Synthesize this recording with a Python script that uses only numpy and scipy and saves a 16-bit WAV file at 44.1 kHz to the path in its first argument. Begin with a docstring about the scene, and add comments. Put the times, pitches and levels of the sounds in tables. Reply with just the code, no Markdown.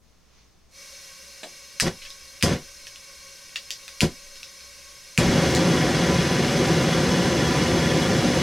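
"""A gas burner, a pipe clamped in a bench vise, is lit with a piezo lighter in a small workshop.
Gas seeps faintly, then the valve opens and it hisses: noise shaped by the ringing pipe.
The lighter's wand knocks on the burner; its trigger slides, ticks and snaps (blows through a plastic body).
Three snaps light a flame that flares and blows out; the fourth holds and roars (noise that rises and flutters).
Room tone lies under it all, and the workshop answers each click with a short, dense echo."""
import sys
import numpy as np
from scipy import signal
from scipy.fft import rfft, irfft, next_fast_len
from scipy.io import wavfile
from scipy.ndimage import map_coordinates

SR = 44100
rng = np.random.default_rng(int(sys.argv[2]) if len(sys.argv) > 2 else 0)


def file_out(sig):
    """Save sig as 16-bit WAV at sys.argv[1]."""
    # one column per channel
    cols = np.atleast_2d(sig).T
    # limit, then scale
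    lim = np.clip(cols, -1, 1)
    pcm = np.round(lim * 32767).astype(np.int16)
    wavfile.write(sys.argv[1], SR, pcm)


N = 371410

# Noise and click spectra are relative: their sounds are scaled to a common size before their level is set.

# The burn each spark lights; delays count from the spark, flares from the catch:
# catch_delay_s, burn_s, roar_db, rush_db, flare_delay_s, flare_db, flare_width_s
BURNS = [(0.02, 0.065, -27.5, -35, 0.054, 7.5, 0.015), (0.0042, 0.11, -23.5, -31, .011, 3, 0.036),
         (0.0092, 0.03, -22, -32, .021, 2, 0.015), (0.0037, 4, -21, -28, .029, 1.5, .45)]
# Turbulent burning: pitch_hz, level_db (per Hz)
FLAME_SPECTRUM = [(20, -32), (80, 0.0), (170, -14), (400, -10.5), (650, -30), (1200, -21), (2000, -13),
                  (3000, -18.5), (5000, -16.5), (6300, -18.5), (7300, -26), (11000, -33), (15600, -49.5)]
# Peaks and dips from the bench and nearby walls: pitch_hz, width_hz, level_db
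BENCH_PEAKS = [(167.3, 74, 21.5), (244.7, 40, 13), (340.5, 135, 13), (532.4, 139.5, 19.5), (734, 221, 22.5),
               (908, 19, 12), (1037, 157, 22), (1052.5, 45, -23), (1188, 44, 11), (1277, 41, 8.5),
               (1387, 50, 6.5), (1515, 300, 6.5), (1744, 52, 7), (1910, 76, 6), (2150, 71, 5),
               (2345, 44, 4.4), (2494, 18, 8), (2750, 34, 8.5), (2937, 84, 8.5), (3306, 51, 10.5),
               (3460, 99, 4.5)]
# Stereo spread of the flame: pitch_hz, side_minus_mid_db
FLAME_WIDTH = [(50, -24), (200, -28.5), (700, -31), (1300, -65), (2400, -31), (3700, -18), (5600, -13.5),
               (8500, -13), (13000, -8.5)]
# Air pushed out as the gas catches: pitch_hz, level_db (per Hz)
THUMP_SPECTRUM = [(2, -50), (20, -12), (35, 1), (80, -2.5), (125, -3.5), (170, 4.5), (225, -4.5),
                  (300, -13), (400, -19), (1000, -90)]
# Air swirling after a blow-out: pitch_hz, level_db (per Hz)
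DRAUGHT_SPECTRUM = [(2, -30), (9, -4), (16, -2), (30, -17), (70, -30), (300, -70)]
# Every flame catches (time constant) and dies (time to fall 60 dB) alike
CATCH_S, DYING_T60_S = 0.0035, .175
# Thump: level over the roar, time to fall 60 dB
THUMP_DB, THUMP_T60_S = 0.5, 0.86
# The hot puff rolls away: level, time from the end of the burn to its strongest, width
DRAUGHT_DB, DRAUGHT_LAG_S, DRAUGHT_WIDTH_S = -51.5, 0.15, 0.21

# Gas hiss before the pipe shapes it: pitch_hz, level_db (per Hz)
JET_SPECTRUM = [(300, -6.5), (480, -6), (800, -24.5), (1050, -13.5), (2200, -6.9), (3000, -6), (5000, -4),
                (6300, 0), (7300, -7.5), (10800, -6), (13000, -14.5), (15600, -25)]
# Peaks of the burner tube: pitch_hz, width_hz, level_db
PIPE_PEAKS = [(557, 75, 20), (763, 84, 12), (1067, 300, 10.5), (1098, 9.2, 16), (1556, 170, 12),
              (1915, 120, 10), (2249, 234, 12.5), (2580, 29, 12), (2755, 160, 9), (3240, 58, 9.5),
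              (3720, 130, 8.5), (4000, 110, 3.5), (4193, 72, 13.5), (4400, 92, 8.5), (4760, 130, 10.5),
              (5170, 180, 11.5), (5640, 110, 10.5), (5830, 26, 14.5), (6240, 65, 10.5), (6500, 44, 11),
              (7370, 160, 5), (7827, 47, 7)]
# Stereo spread of the gas jet, also the basis for the echoes: pitch_hz, side_minus_mid_db
JET_WIDTH = [(400, -21), (1300, -25), (2400, -27), (3700, -14), (5600, -12.5), (8500, -8), (13000, -5.5)]
# Gas seeping before the valve opens: pitch_hz, level_db (per Hz)
SEEP_SPECTRUM = [(100, -24), (400, -1), (800, -6), (1080, 3), (1300, -1.5), (2300, 0.5), (3000, -1),
                 (5500, 0.5), (6500, -1), (7500, -18), (11000, -23), (16000, -28)]
# Valve: start of opening, time it takes, and level of the jet before its bass is cut
OPEN_S, OPENING_S, HISS_DB = 0.677, .15, -45.4
# Pressure stored in the hose adds a surge that settles (time constant)
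SURGE_DB, SETTLE_S = 1.5, 0.26
# Seeping: level, rise time constant
SEEP_DB, SEEP_RISE_S = -66, 0.024
# The seeping swells once as the valve is turned: time, width, boost
SWELL_S, SWELL_WIDTH_S, SWELL_DB = .39, 0.087, 6.5

# The piezo hammer fires: start_s, level_db
SPARKS = [(1.7998, 11), (2.4261, 10), (4.0067, 9.5), (5.1774, 8.5)]
# Hammer in the plastic body: pitch_hz, level_db (per Hz)
SNAP_SPECTRUM = [(100, -39), (800, -29), (1400, -15.5), (1900, -9.5), (2400, 2.5), (3000, -4.5),
                 (3600, -10), (5000, -8.5), (6200, -11.5), (9500, -12.5), (12000, -18.5), (16000, -45)]
# The trigger hits its stops: start_s, level_db, pitch_hz
TICKS = [(2.1038, -15.5, 3530), (2.869, -13.5, 2690), (2.959, -18, 2740), (3.5597, -3.5, 2710),
         (3.7063, -3.5, 2920), (3.88, -12.5, 2750), (4.431, -12, 2660), (5.55, -2, 4400)]
# Trigger sound: multiple_of_pitch (no unit), level_db (per Hz)
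TRIGGER_SPECTRUM = [(.05, -33), (.35, -29.5), (.6, -13), (.8, -10.5), (1, 1), (1.25, -5.5), (1.6, -7.5),
                    (2.2, -14.5), (3.2, -23), (5.5, -33)]
# The trigger slides in its guide: start_s, level_db, t60_s (time to fall 60 dB)
SLIDES = [(2.019, -14, .12), (2.051, -13.5, .09), (2.41, -13, .035), (3.558, -4.5, 0.018)]
# Scraping shares run from 0 to 1
TICK_SCRAPING, TICK_T60_S = 0.64, .008
SLIDE_SCRAPING, SLIDE_HZ = 0.89, 2500
# Grip creaks while the lighter is held up: time span, middle level and middle pitch
GRIP_FROM_S, GRIP_UNTIL_S, CREAK_DB, CREAK_HZ = 1.4, 4.8, -25, 2750

# Ringing of the clamped pipe, before its soft onset: pitch_hz, level_db, t60_s
TOUCH_MODES = [(168, -51, 0.14), (387, -47, .11), (627, -33, 0.12), (700, -40, 0.13), (3170, -51, .08)]
# Contact noise of the wand: pitch_hz, level_db (per Hz)
KNOCK_SPECTRUM = [(60, -17), (170, 0), (400, 1), (750, 1), (1000, -4), (2200, 1), (3500, 5.5), (5500, -13),
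                  (8000, -7), (16000, -28)]

# How fast the workshop's echo dies: pitch_hz, t60_s
WALLS = [(300, 0.43), (1500, 0.079), (4000, 0.17), (8000, 0.17), (15000, 0.18)]
# Tone of the reflected sound: pitch_hz, level_db
ANSWER_TONE = [(300, -2), (1000, -0.5), (1900, 2.5), (2500, -7.5), (3600, -2.5), (5000, 3), (7000, 1),
               (9000, -3), (15000, -3.5)]
# Burner and lighter, left against right: pitch_hz, left_minus_right_db
LEFTWARD = [(60, 1.0), (120, 0.5), (240, 0.5), (480, 0.5), (950, 0.0), (1890, 0.0), (3770, 1.0),
            (7520, 0.0), (15000, -0.5)]
# Room tone: pitch_hz, level_db (per Hz)
AMBIENT_SPECTRUM = [(20, 2.5), (45, -16), (60, 8.5), (80, -7.5), (170, -6.5), (300, -14), (700, -18),
                    (2000, -29), (8000, -30), (16000, -39)]
# Stereo spread of sound from all around: pitch_hz, side_minus_mid_db
DIFFUSE_WIDTH = [(45, -5), (120, -5), (400, -1), (2000, -11), (4000, -6), (8500, -3)]
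TOP_HZ = 15950  # nothing is kept from here up


def flame():
    """Burning gas makes a low, fluttering roar and a steadier rush; catching and dying push air around."""
    t = np.arange(N) / SR
    burning = noise(FLAME_SPECTRUM, FLAME_WIDTH, BENCH_PEAKS, ripple_db=3.5)
    low = filtered(burning, lambda hz: 1 / (1 + (hz / 800) ** 4))
    high = burning - low
    roar_gain, rush_gain, thump_gain, draught_gain = np.zeros((4, N))
    for (spark_s, _), burn in zip(SPARKS, BURNS):
        catch_delay, burn_s, roar_db, rush_db, flare_delay, flare_db, flare_width = burn
        age = np.maximum(t - spark_s - catch_delay, 0)
        dying = amp(-60 * np.maximum(age - burn_s, 0) / DYING_T60_S)
        alight = (1 - np.exp(-age / CATCH_S)) * dying
        flare = flare_db * np.exp(-((age - flare_delay) / flare_width) ** 2)  # pooled gas burns off
        roar_gain += alight * amp(roar_db + flare)
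        rush_gain += alight * amp(rush_db + 0.82 * flare)
        thump_gain += alight * amp(roar_db + flare - 60 * age / THUMP_T60_S)
        puff = np.exp(-((age - burn_s - DRAUGHT_LAG_S) / DRAUGHT_WIDTH_S) ** 2)
        draught_gain += (age > 0) * puff
    roar = unit(low) * roar_gain * amp(0.7 * wobble(22))
    rush = unit(high) * rush_gain * amp(0.14 * wobble(9) + 0.64 * wobble(350))
    thump = noise(THUMP_SPECTRUM, FLAME_WIDTH) * thump_gain * amp(THUMP_DB)
    draught = noise(DRAUGHT_SPECTRUM, FLAME_WIDTH) * draught_gain * amp(DRAUGHT_DB)
    return roar + rush + thump + draught


def gas():
    """The jet makes the air in the tube ring; seeping gives way to it as the valve opens."""
    t = np.arange(N) / SR
    jet = noise(JET_SPECTRUM, JET_WIDTH, PIPE_PEAKS, ripple_db=2.2)
    # The tube radiates little below its first resonance
    hiss = filtered(jet, lambda hz: 1 - 1 / (1 + (hz / 330) ** 4))
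    opening = np.sin(np.pi / 2 * np.clip((t - OPEN_S) / OPENING_S, 0, 1)) ** 2
    surge_db = SURGE_DB * np.exp(-np.maximum(t - OPEN_S - OPENING_S, 0) / SETTLE_S)
    hiss_gain = opening * amp(HISS_DB + surge_db + 0.26 * wobble(15))

    seep = noise(SEEP_SPECTRUM, DIFFUSE_WIDTH, ripple_db=3.0)
    swell_db = SWELL_DB * np.exp(-((t - SWELL_S) / SWELL_WIDTH_S) ** 2)
    seeping = (1 - np.exp(-t / SEEP_RISE_S)) * (1 - opening)
    return hiss * hiss_gain + seep * seeping * amp(SEEP_DB + swell_db)


def lighter():
    """Piezo snaps crack through the plastic body; trigger and grip give smaller ticks and scrapes."""
    track = np.zeros((2, N))
    for start_s, level_db in SPARKS:
        snap = click(SNAP_SPECTRUM, scraping=.12, t60=.01)
        add(track, start_s, in_workshop(amp(level_db) * snap, wet_db=-0.3))
    ticks = [(*tick, TICK_SCRAPING, TICK_T60_S) for tick in TICKS + creaks(count=4)]
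    slides = [(start_s, level_db, SLIDE_HZ, SLIDE_SCRAPING, t60) for start_s, level_db, t60 in SLIDES]
    for start_s, level_db, pitch_hz, scraping, t60 in ticks + slides:
        body = np.array(TRIGGER_SPECTRUM) * [pitch_hz, 1]
        contact = click(body, scraping, t60)
        add(track, start_s, in_workshop(amp(level_db) * contact, wet_db=1.3))
    return track


def creaks(count):
    """Faint grip ticks at random times, forces and pitches: rows of start_s, level_db, pitch_hz."""
    rows = []
    for when, force, pitch in rng.random((count, 3)):
        start_s = GRIP_FROM_S + when * (GRIP_UNTIL_S - GRIP_FROM_S)
        level_db = CREAK_DB + 6 * (force - .5)
        rows.append((start_s, level_db, CREAK_HZ * 2 ** ((pitch - .5) / 2)))
    return rows


def touch():
    """The tip of the wand knocks on the burner's mouth, and the clamped pipe rings in damped tones."""
    track, t = np.zeros((2, N)), np.arange(SR // 4) / SR
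    knock = amp(-9.5) * click(KNOCK_SPECTRUM, scraping=1.0, t60=.045)
    add(track, 1.432, in_workshop(knock, wet_db=1.0))
    ringing = ring(TOUCH_MODES, t) * (1 - np.exp(-t / .005))  # soft onset
    add(track, 1.434, in_workshop(ringing, wet_db=-12))
    return track


def click(spectrum, scraping, t60):
    """A contact of unit energy: one sharp blow plus dying scrapes, through a body with this spectrum."""
    size = 4096  # samples
    t = np.arange(size) / SR
    cepstrum = irfft(np.log(amp(along(spectrum, np.fft.rfftfreq(size, 1 / SR)))))
    # Minimum phase: nothing sounds before the blow
    body = np.exp(rfft(2 * cepstrum * (t < t[size // 2])))
    scrapes = unit(rng.standard_normal(size) * amp(-60 * t / t60))
    force = np.sqrt(scraping / size) * scrapes
    force[0] += np.sqrt(1 - scraping)
    sound = irfft(rfft(force) * body)
    return sound / np.linalg.norm(sound)


def ring(modes, t):
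    """A struck solid sounds several pure tones, each fading at its own pace."""
    return sum(amp(level_db - 60 * t / t60) * np.sin(2 * np.pi * hz * t) for hz, level_db, t60 in modes)


def in_workshop(x, wet_db, gap=.0045):
    """A short sound and, after a gap in seconds, the dense fading answer of the shelves and walls."""
    hz, t, z = signal.stft(rng.standard_normal((2, SR // 3)), SR, nperseg=256)
    fading = amp(-60 * t / along(WALLS, hz)[:, None])  # each pitch dies at its own pace
    mid, side = signal.istft(z * fading, SR, nperseg=256)[1]
    side = filtered(side, lambda hz: amp(along(JET_WIDTH, hz) + 3.5))
    echo = np.array([mid + side, mid - side]) / np.linalg.norm(mid)
    tail = filtered(echo, lambda hz: amp(along(ANSWER_TONE, hz) + wet_db))
    response = np.pad(tail, ((0, 0), (round(gap * SR), 0)))
    response[:, 0] = 1  # the direct sound
    return signal.fftconvolve(x[None], response, axes=1)


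def room_tone():
    """The workshop's quiet background: steady noise, strongest in the bass, from all around."""
    return amp(-59.0) * noise(AMBIENT_SPECTRUM, DIFFUSE_WIDTH)


def noise(spectrum, width, peaks=(), ripple_db=0):
    """Coloured stereo noise of rms 1; many crossing sound paths ripple the treble of mid and side."""
    hz_grid = np.arange(0, SR / 2, 45)
    treble = 1 / (1 + (3500 / (hz_grid + 1)) ** 4)
    ripples = ripple_db * rng.standard_normal((2, len(hz_grid))) * treble

    def response(hz):
        """The smooth colour with separate random ripples for mid and side."""
        return colour(spectrum, peaks, hz) * amp([np.interp(hz, hz_grid, r) for r in ripples])

    mid, side = filtered(rng.standard_normal((2, N)), response)
    side = filtered(side, lambda hz: amp(along(width, hz)))
    return unit(np.array([mid + side, mid - side]))


def colour(spectrum, peaks, hz):
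    """Gain of a smooth spectrum with bell-shaped peaks and dips."""
    grid = np.linspace(0, SR / 2, 8192)
    bells = sum(db * .5 ** ((2 * (grid - centre) / width) ** 2) for centre, width, db in peaks)
    return amp(np.interp(hz, grid, along(spectrum, grid) + bells))


def filtered(x, response):
    """Change the strength of each frequency in x by the gain that response gives for it."""
    n = x.shape[-1]
    m = next_fast_len(n + 8192)  # spare room at the end
    return irfft(rfft(x, m) * response(np.fft.rfftfreq(m, 1 / SR)), m)[..., :n]


def wobble(rate):
    """A smooth curve through random points, rate points a second."""
    points = rng.standard_normal(int(N * rate / SR) + 4)
    return map_coordinates(points, [np.arange(N) * rate / SR])


def along(points, hz):
    """Read a table of frequency and value, in straight lines over a log frequency axis."""
    f, v = np.transpose(points)
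    return np.interp(np.log(hz + 1), np.log(f + 1), v)


def amp(db):
    """Turn decibels into gain."""
    return 10 ** (np.asarray(db) / 20)


def unit(x):
    """Scale to rms 1."""
    return x / np.sqrt(np.mean(x ** 2) + 1e-20)


def add(track, start_s, sound):
    """Mix a sound into the track, cut off at the track's end."""
    part = track[:, round(start_s * SR):][:, :sound.shape[-1]]
    part += sound[..., :part.shape[-1]]


def scene():
    """Burner and lighter share one stereo balance, mostly a little to the left, over the room tone."""
    bench = flame() + gas() + lighter() + touch()
    halves = np.array([[.5], [-.5]])  # half the difference to each side
    placed = filtered(bench, lambda hz: amp(along(LEFTWARD, hz) * halves))
    return placed + room_tone()


def record(dry):
    """Round off the tallest peaks towards 0.5, then remove everything from TOP_HZ up."""
    held = dry / (1 + np.abs(dry / .5) ** 8) ** (1 / 8)
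    return filtered(held, lambda hz: hz < TOP_HZ)


dry = scene()
out = record(dry)
file_out(out)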